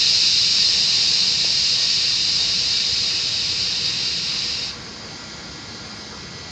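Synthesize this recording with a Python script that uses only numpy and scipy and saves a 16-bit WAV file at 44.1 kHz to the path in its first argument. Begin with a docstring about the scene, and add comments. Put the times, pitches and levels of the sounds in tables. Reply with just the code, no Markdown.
"""Compressed air hisses from a brake vent under a passenger train standing at a wet country platform: noise
coloured by a jet and ringing resonances, ever weaker and duller as the reservoir empties, until the valve shuts.
Behind it the power converter whines in steady tones, a small motor buzzes in harmonics, and blowers rush, rumble
and murmur as coloured noise beside a thin air leak. A drop, one short decaying sine, taps near the single
microphone."""
import sys
import numpy as np
from scipy import signal
from scipy.fft import rfft, irfft, next_fast_len
from scipy.io import wavfile
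from scipy.ndimage import uniform_filter1d, map_coordinates

SR = 44100
rng = np.random.default_rng(int(sys.argv[2]) if len(sys.argv) > 2 else 0)


def generate_wav(sig):
    """Save sig (samples, or channels by samples) to the path in sys.argv[1] as 16-bit PCM at SR."""
    pcm = np.round(np.clip(np.atleast_2d(sig).T, -1, 1) * 32767).astype(np.int16)
    wavfile.write(sys.argv[1], SR, pcm)


N = 287079

# Colour of the air jet at the vent. Each row: frequency in Hz, relative density in dB per Hz.
JET_SPECTRUM = [(800, -70), (1750, -23.5), (2150, -20), (2500, -13.5), (3300, -16.3), (3750, -9),
                (4400, -8.8), (4900, -2.2), (5550, -11), (5760, -10), (6600, -16), (7500, -20), (8200, -32),
                (8800, -39)]
# Resonances under the car, driven by the jet. Each row: centre in Hz, width in Hz, relative strength in dB.
UNDERCAR_RESONANCES = [(1837, 54, 1.2), (3050, 20, -3.0), (2271, 28, -1.6), (2338, 54, -1.0),
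                       (2560, 82, 0.1), (2773, 150, 1.6), (2931, 48, 1.9), (3007, 36, 3.0),
                       (3126, 27, -0.3), (3317, 34, 1.7), (3408, 20, -3.0), (3634, 38, 2.0),
                       (3695, 39, 4.1), (3754, 33, 6.6), (3807, 24, 2.3), (4006, 139, 1.5), (4067, 38, 3.7),
                       (4182, 50, 6.6), (4349, 150, 1.0), (4590, 47, 5.7), (4703, 26, 2.0),
                       (4757, 107, -3.0), (4874, 26, -3.0), (4953, 53, -1.1), (5057, 44, 0.1),
                       (5183, 20, -3.0), (5321, 56, 4.3), (5392, 23, -1.1), (5516, 30, 1.7),
                       (5581, 20, 1.2)]
# Broad rush of cooling air. Each row: frequency in Hz, relative density in dB per Hz.
RUSH_SPECTRUM = [(250, -26), (420, 0.5), (1090, 1), (1420, 0), (1850, -2), (2300, -1), (2930, -7),
                 (3600, -7.5), (5000, -30), (9000, -98)]
# Low rumble of the blowers. Each row: frequency in Hz, relative density in dB per Hz.
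RUMBLE_SPECTRUM = [(12, -47.5), (20, -30), (27, -22.5), (46, -7.5), (65, 0.5), (189, 1.5), (226, -8.5),
                   (412, -8), (446, -14.5), (486, -1.5), (560, -35.5), (730, -54), (1230, -120)]
# Murmur of the blowers. Each row: frequency in Hz, relative density in dB per Hz.
MURMUR_SPECTRUM = [(170, -38), (210, 3.5), (260, -11), (330, -3.5), (420, -20.5), (900, -17), (1500, -30.5),
                   (3000, -98)]
# Thin steady air leak. Each row: frequency in Hz, relative density in dB per Hz.
LEAK_SPECTRUM = [(2000, -41.5), (3000, -16), (3700, -9), (4300, -2.5), (4850, -2), (5300, -4), (5800, -12),
                 (6400, -6.5), (6750, -15.5), (7200, -14), (7900, -31.5), (8300, -42.5), (8700, -22),
                 (9500, -59)]
# Pitch of the small motor, wandering with its load. Each row: time in seconds, fundamental in Hz.
MOTOR_PITCH = [(0, 279.8), (1.1, 278.2), (3.1, 279), (3.65, 281.2), (4.3, 279), (6.51, 280.1)]
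# Harmonics of the motor that sound. Each entry: multiple of the fundamental.
MOTOR_HARMONICS = [4, 5, 6, 7, 8, 10, 11, 12, 13, 14, 15, 16, 20, 24, 25]
# Their levels ahead of the load shift and drift. Each entry: level in dB rms, in the order of the harmonics.
MOTOR_LEVELS_DB = [-59, -55, -61, -53, -64, -64, -64, -62, -61, -58, -62, -56, -61, -67, -58]
# Converter tones that sound. Each entry: multiple of the output frequency.
CONVERTER_ORDERS = [30, 31, 32, 33, 62, 63, 64, 66, 67, 91, 95, 96, 97, 99, 101, 122, 124, 132, 133, 144]
# Their levels, about which each drifts. Each entry: level in dB rms, in the order of the multiples.
CONVERTER_LEVELS_DB = [-65, -61, -62, -58, -65, -62, -57, -66, -66, -55, -50, -60, -54, -57, -58, -63, -61,
                       -66, -62, -72]
# One lone tone. The row: frequency in Hz, level in dB rms about which it drifts.
LONE_TONE = (2129.4, -54)
# Drops near the microphone. 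Each row: start in seconds, strength in dB ahead of the soft onset, pitch in Hz.
DROP_TAPS = [(1.4464, -13, 600)]

OUTPUT_HZ = 50.448  # converter output frequency
TOP_HZ = 8870  # band limit at the microphone
# Reservoir: jet level at first, time it would run dry, dB lost per decade of pressure; ahead of the dulling
START_DB, EMPTY_S, FALL_DB = -18.5, 8.67, 23.5
CREEP_S, CREEP_DB_PER_S = 4.475, 13.5  # the valve first creeps towards its seat
SHUT_S, SHUT_DB_PER_S = 4.685, 184.5  # it starts to close, and how fast the jet then falls
SEEP_DB, SEEP_DB_PER_S = -14.5, 7.5  # air seeping past it, against the jet after the creep, and its decay
RUSH_DB, LEAK_DB, RUMBLE_DB, MURMUR_DB = -42.5, -40, -41, -51.5  # rms, ahead of drift, growth and swell
LEAK_GROWS_DB_PER_S = .5  # from the moment the valve starts to close
SWELL_S, SWELL_WIDTH_S, SWELL_DB = 5.52, 0.87, 8  # murmur swell: peak, Gaussian 1/e half width, height
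LOAD_S, LOAD_RISE_S = 5.15, .08  # the motor's tone changes: middle of the change, time it takes
UPPER_BEFORE_DB, UPPER_AFTER_DB = -2.5, 2.2  # shift of the upper motor harmonics
LOWEST_BEFORE_DB, LOWEST_AFTER_DB = 1, -5  # shift of the lowest one that sounds
DROP_CYCLES, DROP_RISE_CYCLES = 4.5, .6  # cycles to die by 60 dB, time constant of the rise in cycles


def amp(db):
    """Amplitude factor for a level in dB."""
    return 10 ** (np.asarray(db) / 20)


def unit(x):
    """x at rms 1."""
    return x / np.sqrt(np.mean(x ** 2) + 1e-20)


def clock():
    """Time of every sample in seconds."""
    return np.arange(N) / SR


def along(points, hz):
    """Read a curve of (Hz, value) points on a log frequency axis."""
    point_hz, value = np.transpose(points)
    return np.interp(np.log(hz + 1), np.log(point_hz + 1), value)


def wobble(rate):
    """A smooth random curve with rate knots a second."""
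    knots = rng.standard_normal(int(N * rate / SR) + 4)
    return map_coordinates(knots, [np.arange(N) * rate / SR])


def filtered(x, response):
    """Multiply the spectrum of x by a response of frequency in Hz."""
    m = next_fast_len(N + SR // 2)
    gain = response(np.fft.rfftfreq(m, 1 / SR))
    return irfft(rfft(x, m) * gain, m)[..., :N]


def noise(spectrum, patchy_db):
    """Coloured noise of rms 1, with patches of random gain in time and frequency."""
    cells = signal.stft(rng.standard_normal(N), nperseg=512)[2]
    patches = uniform_filter1d(rng.standard_normal(cells.shape), size=6, axis=0)
    patches = uniform_filter1d(patches, size=14, axis=1)
    white = signal.istft(cells * amp(patchy_db * unit(patches)), nperseg=512)[1][:N]
    return unit(filtered(white, lambda hz: amp(along(spectrum, hz))))


def scatter(x, span_s, wet_db):
    """Add many small reflections off wheels, pipes and ballast, unchanged throughout; rms 1."""
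    t = np.arange(round(3 * span_s * SR)) / SR
    echoes = rng.standard_normal(len(t)) * np.exp(-(t / span_s) ** 2)
    echoes = amp(wet_db) * echoes / np.linalg.norm(echoes)
    echoes[0] = 1  # the direct path
    return unit(signal.fftconvolve(x, echoes)[:N])


def tone(hz, db, drift_db, waver):
    """A sine whose level drifts and whose phase wanders (waver in radians) as the air moves."""
    cycles = np.cumsum(np.broadcast_to(hz, N)) / SR + rng.random()
    phase = 2 * np.pi * cycles + waver * wobble(6)
    level = amp(db + drift_db * wobble(1.5))
    return np.sqrt(2) * level * np.sin(phase)


def blowers():
    """Turbulent cooling air: a broad rush, a low rumble and a murmur that swells once by itself."""
    rush = amp(RUSH_DB + .4 * wobble(1.2)) * noise(RUSH_SPECTRUM, patchy_db=1.38)
    rumble = amp(RUMBLE_DB + 0.52 * wobble(1.2)) * noise(RUMBLE_SPECTRUM, patchy_db=0.8)
    swell = np.exp(-((clock() - SWELL_S) / SWELL_WIDTH_S) ** 2)
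    murmur = amp(MURMUR_DB + SWELL_DB * swell) * noise(MURMUR_SPECTRUM, patchy_db=.6)
    return rush + rumble + murmur


def leak():
    """Turbulence of a thin air leak, scattered nearby, firming up from when the valve starts to close."""
    growth_db = LEAK_GROWS_DB_PER_S * np.maximum(clock() - SHUT_S, 0)
    hiss = scatter(noise(LEAK_SPECTRUM, patchy_db=1.2), span_s=.02, wet_db=-12)
    return amp(LEAK_DB + growth_db) * hiss


def converter():
    """Switching tones cluster round multiples of the carrier, 32 times the output frequency; plus a lone tone."""
    whine = sum(tone(order * OUTPUT_HZ, db, drift_db=1.2, waver=.3)
                for order, db in zip(CONVERTER_ORDERS, CONVERTER_LEVELS_DB))
    return whine + tone(*LONE_TONE, drift_db=1.2, waver=.3)


def motor():
    """Harmonics share one pitch but drift alone; late on the upper ones gain and the lowest drops."""
    pitch_hz = np.interp(clock(), *np.transpose(MOTOR_PITCH))
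    late = np.clip((clock() - LOAD_S) / LOAD_RISE_S + .5, 0, 1)
    upper_db = UPPER_BEFORE_DB + late * (UPPER_AFTER_DB - UPPER_BEFORE_DB)
    lowest_db = LOWEST_BEFORE_DB + late * (LOWEST_AFTER_DB - LOWEST_BEFORE_DB)
    levels_db = [MOTOR_LEVELS_DB[0] + lowest_db] + [db + upper_db for db in MOTOR_LEVELS_DB[1:]]
    return sum(tone(k * pitch_hz, db, drift_db=2, waver=.4) for k, db in zip(MOTOR_HARMONICS, levels_db))


def drops():
    """Soft taps close by: a sine that rises softly and dies within a few cycles."""
    out = np.zeros(N)
    t = np.arange(SR // 20) / SR
    for start_s, db, hz in DROP_TAPS:
        onset = 1 - np.exp(-t * hz / DROP_RISE_CYCLES)
        decay = amp(db - 60 * t * hz / DROP_CYCLES)
        out[round(start_s * SR):][:len(t)] -= decay * onset * np.sin(2 * np.pi * hz * t)
    return out


def undercar_response(hz):
    """The space under the car: resonances add their power to a floor that passes the plain jet."""
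    lift = sum(amp(db) ** 2 / (1 + (2 * (hz - centre) / width) ** 2) ** 2
               for centre, width, db in UNDERCAR_RESONANCES)
    return np.sqrt(.3 + lift)


def valve_db():
    """Gain of the closing valve: a slow creep, a quick fall, then air seeping past the seat."""
    t = clock()
    since = np.maximum(t - SHUT_S, 0)
    closing_db = np.maximum(-SHUT_DB_PER_S * since, SEEP_DB - SEEP_DB_PER_S * since)
    return closing_db - CREEP_DB_PER_S * np.clip(t - CREEP_S, 0, SHUT_S - CREEP_S)


def vent():
    """Jet turbulence, sharpened by the resonances around it; lower pressure makes it weaker and duller."""
    pressure = 1 - np.minimum(clock(), SHUT_S) / EMPTY_S
    level_db = START_DB + FALL_DB * np.log10(pressure)
    jet = filtered(noise(JET_SPECTRUM, patchy_db=0.3), undercar_response)
    light = scatter(jet, span_s=.03, wet_db=-15)
    heavy = scatter(jet, span_s=.024, wet_db=-8)
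    # short waves scatter more
    jet = light + filtered(heavy - light, lambda hz: hz > 5700)
    low = filtered(jet, lambda hz: 1 / (1 + (hz / 3400) ** 8))
    high = jet - low
    # zero at first, then negative: the upper part falls faster than the lower
    dull_db = 0.16 * (level_db - level_db.max())
    flutter_db = 0.18 * wobble(5) + 0.12 * wobble(18)
    balanced = amp(-3 * dull_db) * low + amp(dull_db + 2.5) * high
    return amp(level_db + valve_db() + flutter_db) * balanced


def scene():
    """One microphone hears every source and feeds both channels."""
    mono = blowers() + leak() + converter() + motor() + drops() + vent()
    return np.array([mono, mono])


def record(dry):
    """The microphone's chain passes nothing above its band limit."""
    return filtered(dry, lambda hz: hz < TOP_HZ)


dry = scene()
out = record(dry)
generate_wav(out)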